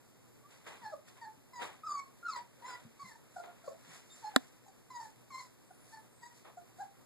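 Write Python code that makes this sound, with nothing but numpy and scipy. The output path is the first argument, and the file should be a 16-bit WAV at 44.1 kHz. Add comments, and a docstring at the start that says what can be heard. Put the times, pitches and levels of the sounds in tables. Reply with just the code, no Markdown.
"""Whimpers and squeaks of newborn puppies are heard, with snuffling and shuffling on cloth and soft bumps on the floor.
One hard snap sounds close to the right of the microphone, above faint hum and room tone. The voices are near-sines with
throat-coloured upper partials, the noises are shaped by frequency and time, and the bumps and snap are struck modes.
The blanket-lined plywood pen answers through feedback delays; two microphone ports are widened by cross-feed."""
import sys
import numpy as np
from scipy import signal
from scipy.fft import rfft, irfft, next_fast_len
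from scipy.io import wavfile
from scipy.ndimage import uniform_filter1d

SR = 44100
rng = np.random.default_rng(int(sys.argv[2]) if len(sys.argv) > 2 else 0)


def inscribe(sig):
    """Save sig as 16-bit PCM at rate SR to the path in sys.argv[1].

    A 1-D sig is mono; a 2-D sig holds one channel per row.
    Samples are clipped to [-1, 1] before scaling.
    """
    pcm = np.round(np.clip(np.atleast_2d(sig).T, -1, 1) * 32767)
    wavfile.write(sys.argv[1], SR, pcm.astype(np.int16))


N = 310905
T = np.arange(N) / SR


def from_db(db):
    """Logarithmic level: 20 dB is a factor of ten in amplitude."""
    return 10 ** (np.asarray(db) / 20)


def rms_one(x):
    """Normalisation: a signal is scaled to unit rms."""
    return x / np.sqrt(np.mean(x ** 2) + 1e-20)


def at_hz(points, hz):
    """Spectral envelope: values are joined by straight lines on a log-frequency axis."""
    known_hz, values = np.array(points).T
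    return np.interp(np.log(hz), np.log(known_hz), values)


def glide(share, values):
    """Piecewise-linear course: values spread evenly over a call are joined by straight lines."""
    return np.interp(share, np.linspace(0, 1, len(values)), values)


def drift(rate, size=N):
    """Low-passed noise: a two-pole filter with its corner near rate (Hz) gives slow chance with unit rms."""
    r = np.exp(-2 * np.pi * rate / SR)
    settling = 4000
    noise = rng.standard_normal(size + settling)
    return rms_one(signal.lfilter([1], [1, -2 * r, r * r], noise)[settling:])


def butter(order, hz, kind, x):
    """Butterworth filtering: a maximally flat passband."""
    return signal.sosfilt(signal.butter(order, hz, kind, fs=SR, output="sos"), x)


def ring(clicks, hz, t60):
    """Damped resonance: a unit click excites a decaying sine of nominal height 1."""
    r, w = from_db(-60 / (t60 * SR)), 2 * np.pi * hz / SR
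    return signal.lfilter([0, np.sin(w)], [1, -2 * r * np.cos(w), r * r], clicks + 1e-18)


# Likeness of diffuse sound at the two ports. Each row: frequency in Hz, correlation coefficient.
PORT_LIKENESS = [(25, 0.62), (60, 0.55), (120, 0.85), (260, 0.36), (700, 0.4), (1800, 0), (13000, 0.18)]


def diffuse(spectrum, white):
    """Diffuse-field coherence: two coloured noises are mixed to the likeness of the ports."""
    hz = np.maximum(np.fft.rfftfreq(N, 1 / SR), 5)
    alike = np.clip(at_hz(PORT_LIKENESS, hz), -1, 1)
    mid, side = rfft(white) * from_db(at_hz(spectrum, hz)) * np.sqrt(SR / 4)
    return irfft(np.sqrt(1 + alike) * mid + np.sqrt(1 - alike) * side * [[1], [-1]], N)


# Spectrum of the room's background noise before the cross-feed. Each row: frequency in Hz, level in dB per Hz.
ROOM_SPECTRUM = [(20, -84.5), (45, -89.5), (80, -91), (120, -81), (180, -90), (260, -90.5), (400, -94),
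                 (700, -101), (1100, -104), (1800, -110.5), (2400, -112), (4400, -117), (7000, -115.5),
                 (13000, -114)]


def room_tone():
    """Stationary coloured noise: a broad background whose level wavers with a spread of 1 dB."""
    white = rng.standard_normal((2, N)) * from_db(1.0 * drift(9.8))
    return diffuse(ROOM_SPECTRUM, white)


# Mains hum before the balance of the ports. Each row: frequency in Hz, nominal rms level in dB.
HUM_TONES = [(60, -81.5), (120, -70), (242, -77)]


def mains_hum():
    """Line spectrum: steady mains sines whose levels wander with a spread of 1 dB."""
    return sum(np.sqrt(2) * from_db(db + 1.0 * drift(4)) * np.sin(2 * np.pi * hz * T) for hz, db in HUM_TONES)


def swell(s, rise_s, fall_s, peak_db):
    """Exponential growth and decay: noise power climbs and sinks straight in dB, 20 dB in each given time."""
    return from_db(2 * (peak_db - 20 * np.maximum((s - T) / rise_s, (T - s) / fall_s)))


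# Spectral shapes of the dull body, the middle rasp and the bright hiss; each sum is scaled to unit rms.
# Each row: frequency in Hz, relative level in dB per Hz.
BODY_SPECTRUM = [(150, 18.5), (400, 28), (800, 28), (1300, 24), (2000, -33), (3500, -37)]
RASP_SPECTRUM = [(600, 2), (1200, 1), (1900, 4), (2600, 0.5), (3600, -1), (6000, -26)]
HISS_SPECTRUM = [(1500, -19), (2800, -19), (3800, -8), (5200, -5), (7200, -3.5), (9500, -7.5), (13000, -16)]
# Bodies shuffling on the cloth. Each row: loudest moment in seconds, rise and fall over 20 dB in seconds,
# peak level of the dull body in dB, peak level of the bright hiss in dB.
CLOTH_SHUFFLES = [(0.51, 0.021, 0.27, -72, -67.5), (0.672, 0.02, 0.19, -54.5, -61),
                  (1.084, 0.029, 0.084, -72, -64.5), (1.172, 0.029, 0.13, -70, -70),
                  (1.622, 0.033, 0.13, -47, -54.5), (2.368, 0.018, 0.11, -57, -68),
                  (2.698, 0.12, 0.21, -59, -64), (3.439, 0.0086, 0.18, -58, -93),
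                  (3.96, 0.21, 0.11, -66.5, -58.5), (4.171, 0.25, 0.39, -82.5, -63),
                  (4.32, 0.16, 0.1, -69, -78.5), (4.42, 0.14, 0.28, -77.5, -68.5),
                  (6.452, 0.0077, 0.093, -56.5, -94), (6.49, 0.034, 0.049, -58.5, -82)]
# Puffs of breath through the nose. Each row: loudest moment in seconds, peak hiss level in dB.
NOSE_PUFFS = [(0.87, -70), (2.33, -68), (3.09, -62.5), (3.39, -66), (3.69, -68.5), (5.05, -62),
              (5.42, -62.5), (5.921, -64.5), (6.27, -74), (6.38, -66.5), (6.82, -68)]
PUFF_RISE_S, PUFF_FALL_S = 0.16, 0.12   # over 20 dB
STIR_BODY_DB, STIR_HISS_DB = -90, -76.5   # the litter never lies quite still


def shuffle(grain_db=1.5, rasp_db=6):
    """Friction and turbulence noise in uneven grains; the middle rasp follows both the dull and the bright part."""
    body_power = sum(swell(s, rise, fall, db) for s, rise, fall, db, _ in CLOTH_SHUFFLES)
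    hiss_power = sum(swell(s, rise, fall, db) for s, rise, fall, _, db in CLOTH_SHUFFLES)
    hiss_power = hiss_power + sum(swell(s, PUFF_RISE_S, PUFF_FALL_S, db) for s, db in NOSE_PUFFS)
    body = np.sqrt(from_db(2 * STIR_BODY_DB) + body_power)
    hiss = np.sqrt(from_db(2 * STIR_HISS_DB) + hiss_power)
    rasp_power = body * np.sqrt(hiss_power) + from_db(STIR_BODY_DB + STIR_HISS_DB)
    rasp = np.sqrt(rasp_power) * from_db(rasp_db)
    out = 0
    for spectrum, gain in ((BODY_SPECTRUM, body), (RASP_SPECTRUM, rasp), (HISS_SPECTRUM, hiss)):
        grains = rng.standard_normal((2, N)) * from_db(grain_db * drift(160))
        out = out + gain * rms_one(diffuse(spectrum, grains))
    return out


# Whimper calls before left-right balance. Each row: octave level and upper-partial level in dB against the
# fundamental (each one value, or several at even steps), brightening in dB (minus this at the start, plus this at
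# the end), and a course of points: time in seconds, pitch in Hz, nominal rms level of the fundamental in dB.
WHIMPER_CALLS = [ (-33, -27, -8, [(0.431, 1120, -76), (0.461, 1172, -64), (0.499, 1240, -90)]),
                 (-11, -16.5, -2, [(0.81, 990, -71), (0.83, 970, -58), (0.842, 903, -56), (0.865, 849, -49),
                 (0.882, 868, -60), (0.895, 855, -56.5), (0.912, 785, -56.5)]), ([-16, -14, 11, -3, -6, -3],
                 -24, 0, [(0.919, 690, -53), (0.926, 655, -51), (0.94, 587, -41), (0.948, 583, -48),
                 (0.957, 594, -77), (0.97, 615, -76), (1.03, 600, -76)]), (-11, -26, 0, [(1.163, 1120, -71),
                 (1.172, 1085, -68), (1.19, 980, -72)]), (-13, -20.5, -7, [(1.212, 963, -57.5),
                 (1.231, 900, -52.5), (1.242, 906, -49), (1.249, 890, -53), (1.258, 832, -53.5),
                 (1.269, 900, -57.5), (1.297, 870, -66)]), (-9.5, [-15.5, -10.5, -17],
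                 -2.2, [(1.531, 1036, -56.5), (1.55, 1000, -59), (1.596, 950, -51), (1.612, 987, -56)]),
                 ([-24, -26, -36, -36, -19, -6, -29, -32, -28], [-26.5, -16.5, -19.5, -3.5, -34],
                 0, [(1.833, 1170, -47.5), (1.858, 1367, -53), (1.87, 1250, -45.5), (1.892, 1188, -43.5),
                 (1.96, 1165, -47.5), (1.97, 1114, -46), (2.003, 1097, -54), (2.016, 1060, -81),
                 (2.06, 1090, -70), (2.11, 1105, -76)]), ([-29, -22, -17, -19, -10, -17, -20, -19],
                 [-32, -7.5, -11, -8], 0, [(2.226, 1380, -55), (2.236, 1391, -54.5), (2.265, 1424, -48.5),
                 (2.297, 1282, -46.5), (2.307, 1231, -51), (2.32, 1134, -52.5), (2.337, 1050, -52.5),
                 (2.349, 1008, -54.5), (2.369, 974, -51), (2.39, 945, -50.5), (2.405, 847, -73),
                 (2.465, 966, -86)]), (-15, -19, 0, [(2.58, 546, -72), (2.64, 530, -67), (2.7, 520, -69)]),
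                 ([-14, -16, -5.5, -22, -6, -7, -5, 11], [-30, -7.5, -7.5, -11], 0, [(2.62, 959, -53),
                 (2.636, 942, -63), (2.654, 994, -50.5), (2.67, 1034, -58.5), (2.688, 1036, -55),
                 (2.71, 997, -54.5), (2.742, 981, -52.5), (2.758, 992, -58), (2.766, 980, -83)]),
                 (-28, -28, 0, [(2.68, 1580, -61), (2.7, 1460, -61), (2.725, 1430, -63),
                 (2.78, 1350, -82)]), ([-6, -13, -15, 1, 4, 7, -7, 5, -8, -15], [-15, -6, -6, -12],
                 0, [(2.991, 1100, -57), (3.004, 1115, -60), (3.028, 1137, -55), (3.038, 1054, -65),
                 (3.054, 1019, -62.5), (3.08, 1044, -71), (3.1, 943, -67.5), (3.116, 885, -62),
                 (3.13, 892, -75), (3.16, 909, -64)]), ([-11, -12, -14, -12, -20, -23, -11, -10],
                 -26, -1.2, [(3.359, 750, -58), (3.368, 729, -43.5), (3.38, 704, -55.5),
                 (3.402, 693, -48.5), (3.42, 691, -55), (3.439, 680, -58), (3.465, 709, -63.5),
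                 (3.5, 713, -58.5)]), (-16, -20.5, -2.5, [(3.635, 666, -65.5), (3.668, 696, -55),
                 (3.682, 562, -40.5), (3.694, 535, -64), (3.705, 654, -57), (3.73, 660, -64),
                 (3.78, 676, -71)]), ([-3, -26, -20.5, -19, -8], -18, 0, [(4.224, 944, -65),
                 (4.236, 901, -57.5), (4.248, 842, -43.5), (4.276, 856, -44.5), (4.295, 862, -59),
                 (4.325, 825, -70.5)]), (-18, -34, 0, [(4.336, 810, -62), (4.346, 781, -54.5),
                 (4.38, 748, -65), (4.42, 697, -66.5)]), (-21.5, -11, 4.4, [(4.66, 853, -53.5),
                 (4.675, 808, -68), (4.695, 770, -67)]), (-13.5, [-13, -10.5, -26],
                 -0.21, [(4.902, 1106, -51.5), (4.912, 1012, -58), (4.974, 952, -53), (4.988, 956, -67),
                 (5.004, 895, -52.5), (5.022, 900, -57), (5.032, 925, -52.5), (5.042, 918, -70),
                 (5.06, 848, -53), (5.075, 862, -83)]), (-7, [-12, -3.5, -7.5, -2],
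                 1.7, [(5.302, 1173, -55), (5.309, 1130, -52), (5.317, 1078, -61), (5.325, 1040, -58),
                 (5.336, 1044, -54.5), (5.36, 1040, -48.5), (5.371, 1044, -66), (5.384, 1030, -49.5),
                 (5.391, 1089, -64), (5.403, 1030, -52), (5.418, 993, -51.5), (5.435, 1045, -72),
                 (5.47, 966, -74)]), (-11.5, -35, -3, [(5.695, 820, -90), (5.711, 708, -53),
                 (5.725, 720, -79)]), (-4, -12, -1.5, [(5.922, 878, -71), (5.942, 905, -57.5),
                 (5.98, 869, -63)]), (-3.5, [-8, 1, -14, -16], 0, [(6.214, 976, -77), (6.236, 939, -58),
                 (6.252, 937, -74), (6.262, 973, -61.5), (6.285, 975, -71.5), (6.34, 934, -81)]),
                 (-21.5, -24, 1.7, [(6.568, 724, -60), (6.581, 716, -48), (6.6, 683, -62)]),
                 (-17.5, -25.5, -1.7, [(6.783, 638, -54), (6.802, 799, -47), (6.82, 837, -45.5),
                 (6.836, 724, -59), (6.86, 790, -75), (6.895, 803, -71)]), ]
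# Roughness of the voice, one value from 0 to 1 for each call.
CALL_ROUGHNESS = [.3, .6, .6, .8, .7, .4, .8, .8, .5, .3, 1, .7, .9, .9, .4, .8, .6, .7, .6, .6, .5, .6, .4,
                  .6]
# Gain of the upper of the two throat resonances, one value in dB for each call.
CALL_HIGH_RING = [0, -9, 1, -5, -2, -3, 0.5, -5.5, -4, 0, 0, -5, 5, 2, -2, 3, 8, -2, 0.5, -0.5, -7, 2, 10,
                  2.5]
# Throat colouring of the upper partials. Each row: frequency in Hz, relative level in dB.
THROAT_SPECTRUM = [(2500, -18), (3700, -16), (4300, -2.5), (4900, -5), (5600, -5), (6300, -8.5),
                   (7000, -3.5), (7700, -8.5), (9500, -23), (13000, -38)]
RING_SPLIT_HZ = 6000   # partials above this belong to the upper resonance
UPPER_SMOOTH_S = .025   # averaging time of the level of partials 3 and up
ATTACK_S, RELEASE_DB_PER_S = 0.0058, 1395.5
OCTAVE_SWING = 1.4   # brightening of the octave against that of the upper partials
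PATCHY_DB, PATCHES_PER_S = 3, 22   # spread in dB and filter corner in Hz of the partials' coming and going
# at full roughness: relative pitch spread, level spread, breath gain
JITTER, FLUTTER_DB, BREATH_DB = .009, 3.5, -7
HOLD_S = .02   # a rough voice holds its pitch this long, then slips
HOARSE = .4   # depth of the fast level noise at the end of a fully rough call
UPPER_HOARSE = .8   # depth at RING_SPLIT_HZ and full roughness on the upper partials, growing with frequency


def rough_phase(hz, rough):
    """Perturbed vocal-fold oscillation: a rough voice holds and slips in pitch, with added jitter."""
    size, hold = len(hz), int(HOLD_S * SR)
    held = hz[np.minimum(np.arange(size) // hold * hold + hold // 2, size - 1)]
    hz = hz + rough * (uniform_filter1d(held, hold // 4) - hz)
    phase = 2 * np.pi * np.cumsum(hz * (1 + rough * JITTER * drift(36.7, size=size))) / SR
    return hz, phase


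def upper_voice(hz, phase, rough, ring_db):
    """Source and filter: the throat colours partials 3 to 13, and breath noise pulses with the vocal folds."""
    size, order = len(hz), np.arange(3, 14)[:, None]
    partial_hz = order * hz
    shares = from_db(at_hz(THROAT_SPECTRUM, partial_hz) + ring_db * (partial_hz > RING_SPLIT_HZ))
    patches = from_db([PATCHY_DB * drift(PATCHES_PER_S, size=size) for _ in order])
    fast_noise = np.array([drift(150, size=size) for _ in order])
    hoarse = 1 + rough ** 2 * UPPER_HOARSE * (partial_hz / RING_SPLIT_HZ) * fast_noise
    partials = shares * patches * hoarse * np.sin(order * phase + order ** 2)
    tone = partials.sum(axis=0) / np.sqrt((shares ** 2).sum(axis=0))
    breath = butter(2, [3200, 8500], "band", rng.standard_normal(size))
    return tone + rough * from_db(BREATH_DB) * breath * (1 + np.cos(phase))


def whimpers():
    """Self-sustained oscillation: vocal folds in near-sine swing, with overtones that come and go one by one."""
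    out = np.zeros(N)
    for call, rough, ring_db in zip(WHIMPER_CALLS, CALL_ROUGHNESS, CALL_HIGH_RING):
        octave_db, above_db, brighten_db, course = call
        s, pitch_hz, level_db = np.transpose(course)
        start, length = s[0], s[-1] - s[0]
        # the slice lasts until the release has fallen by 40 dB
        part = slice(int(start * SR), int((start + length + 40 / RELEASE_DB_PER_S) * SR))
        t = T[part] - start
        share, size = t / length, len(t)
        release_db = RELEASE_DB_PER_S * np.maximum(t - length, 0)
        first_db = np.interp(t + start, s, level_db) - release_db
        bright_db = glide(share, [-brighten_db, brighten_db])
        # the partials above the octave swell and fade more smoothly than the fundamental
        smooth_db = uniform_filter1d(first_db, int(UPPER_SMOOTH_S * SR))
        hz, phase = rough_phase(np.interp(t + start, s, pitch_hz), rough)

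        fundamental = from_db(first_db) * np.sin(phase)
        octave_level_db = first_db + glide(share, np.atleast_1d(octave_db)) + OCTAVE_SWING * bright_db
        octave_patches = np.sqrt(from_db(PATCHY_DB * drift(PATCHES_PER_S, size=size)))
        octave = from_db(octave_level_db) * octave_patches * np.sin(2 * phase + 1)
        upper_level_db = smooth_db + glide(share, np.atleast_1d(above_db)) + bright_db
        upper = from_db(upper_level_db) * upper_voice(hz, phase, rough, ring_db)

        attack = np.clip(t / ATTACK_S, 0, 1)
        flutter = from_db(rough * FLUTTER_DB * drift(60, size=size))
        # hoarseness grows as the call goes on
        flutter = flutter * (1 + rough ** 2 * HOARSE * glide(share, [0, 1]) * drift(250, size=size))
        out[part] += np.sqrt(2) * attack * flutter * (fundamental + octave + upper)
    return out


# Bodies on the floor board. Each row: time in seconds, nominal strength in dB, lower mode frequency in Hz.
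BODY_BUMPS = [(0.816, -49, 128), (1.372, -49.5, 164), (1.698, -55, 103), (2.399, -50.5, 201.4),
              (2.847, -39.5, 133), (3.028, -46, 116), (3.478, -55, 145), (3.87, -47.5, 166)]
PUSH_S = .03   # the lumps of a push fall within this time


def bumps(t60=0.26, soft_hz=120, second=1.7, second_db=2):
    """Modal excitation: a short lumpy push rings two low modes of the padded board, softened by a band-pass."""
    out = np.zeros(N)
    for s, strength_db, hz in BODY_BUMPS:
        at = int(s * SR)
        push = np.zeros(SR // 4)
        lumps = (rng.random(5) ** 2 * PUSH_S * SR).astype(int)
        push[lumps - lumps.min()] = from_db(strength_db + 5) * rng.uniform(-.6, 1, 5)
        modes = ring(push, hz, t60) - from_db(second_db) * ring(push, second * hz, t60 / 2)
        out[at:at + len(push)] += butter(1, [soft_hz / 2, soft_hz], "band", modes)
    return out


# Thin whistles through a nose, before left-right balance. 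Each row: start in seconds, length in seconds,
# nominal rms level in dB, pitches in Hz at even steps from start to end.
NOSE_WHISTLES = [(2.59, 0.1, -80, [9450]), (4.1, 0.032, -65, [3640, 3660]), (4.11, 0.05, -68, [7350, 7320]),
                 (5.656, .59, -76.5, [8060, 9120, 9850, 9800, 9790, 9700, 9460, 9120, 8750, 8300, 8000, 7830])]


def whistles(jitter=0.001, fade_s=0.0034):
    """Frequency modulation: pure tones waver a little in pitch and level."""
    out = np.zeros(N)
    for start, length, level_db, pitch_hz in NOSE_WHISTLES:
        part = slice(int(start * SR), int((start + length) * SR))
        t = T[part] - start
        fade = np.clip(np.minimum(t, length - t) / fade_s, 0, 1)
        hz = glide(t / length, pitch_hz)
        phase = 2 * np.pi * np.cumsum(hz * (1 + jitter * drift(40, size=len(hz)))) / SR
        level = from_db(level_db + 1.6 * drift(28, size=len(hz)))
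        out[part] += np.sqrt(2) * fade * level * np.sin(phase)
    return out


# Contacts within the snap. Each row: time in seconds, strength of the blow in dB.
SNAP_CONTACTS = [(4.3613, -26), (4.3618, -15.5), (4.3626, -14), (4.3633, -17.5), (4.3643, -26)]
# Modes of the struck body. Each row: frequency in Hz, level in dB against the blow, 60 dB decay time in seconds.
STRUCK_MODES = [(262, 0, 0.054), (485, 7.5, 0.062), (640, 9, 0.0073), (1056, -9, 0.021),
                (1150, -3.5, 0.0049), (1782, -0.5, 0.015), (2640, -17, 0.0063), (3430, 2, 0.0077),
                (4950, -3.5, 0.0024), (7800, -5.5, 0.0028)]
CRACK_DB, CRACK_S, CRACK_HZ = 4, .0004, 5800   # gain against the blow, decay constant, low-pass corner


def snap():
    """Impact excitation: a few quick contacts each give a crack of noise and a blow on the modes of a body."""
    blows, crack = np.zeros(N), np.zeros(N)
    after = T[:SR // 40]
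    decay = np.exp(-after / CRACK_S) + 0.02 * np.exp(-after / 0.012)
    for s, blow_db in SNAP_CONTACTS:
        at = int(s * SR)
        blows[at] = from_db(blow_db)
        noise = rng.standard_normal(len(after))
        crack[at:at + len(after)] += from_db(blow_db + CRACK_DB) * noise * decay
    crack = butter(1, CRACK_HZ, "low", crack)
    body = sum((-1) ** k * from_db(db) * ring(blows, hz, t60)
               for k, (hz, db, t60) in enumerate(STRUCK_MODES))
    return butter(2, 160, "high", crack + body)   # too small to push deep bass


PEN_T60_S, PEN_DB, WALL_CUT_HZ = 0.22, -12.5, 11000   # bass decay time, send gain, low-pass corner per round


def pen(x):
    """Recirculating reflection: ten feedback delays a side between plywood walls, duller on every round."""
    size = next_fast_len(N + SR)
    w = 2 * np.pi * np.fft.rfftfreq(size)
    dull = 1 / (1 + 1j * w * SR / (2 * np.pi * WALL_CUT_HZ))
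    lags = rng.uniform(.005, 0.024, (2, 10, 1)) * SR   # samples
    loop = from_db(-60 * lags / SR / PEN_T60_S) * dull * np.exp(-1j * w * lags)
    signs = (-1) ** np.arange(10)[:, None]
    response = (signs * loop / (1 - loop)).sum(axis=1)
    return irfft(rfft(x, size) * response, size)[:, :N]


def scene():
    """Superposition: puppies a little to the left, the snap close on the right, the rest on both sides."""
    background = room_tone() + mains_hum() * from_db([[.6], [-.6]])
    cloth = shuffle()
    puppies = whimpers() + whistles()
    close = snap()
    direct = puppies * from_db([[2.5], [-3.5]]) + close * from_db([[-14], [0]])
    direct = direct + bumps() * from_db([[.8], [-.8]])
    reflected = from_db(PEN_DB) * pen(puppies + from_db(-30.5) * close)
    return direct + reflected + cloth + background


CROSS_FEED, CROSS_LAG = 0.89, 15   # gain, delay in samples
CROSS_BLUR = .13   # smearing over neighbouring samples weakens the cross-feed in the treble
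CUTOFF_HZ = 14150   # edge of the stopband


def record(dry):
    """Delay and subtract: each port enters the other channel inverted and late; deep bass and top are cut."""
    late = np.pad(dry, ((0, 0), (CROSS_LAG, 0)))[::-1, :N]
    late = late + CROSS_BLUR * np.diff(np.pad(late, ((0, 0), (1, 1))), 2)
    wide = butter(1, 70, "high", dry - CROSS_FEED * late)
    return signal.sosfiltfilt(signal.cheby2(20, 35, CUTOFF_HZ, fs=SR, output="sos"), wide)


dry = scene()
out = record(dry)
inscribe(out)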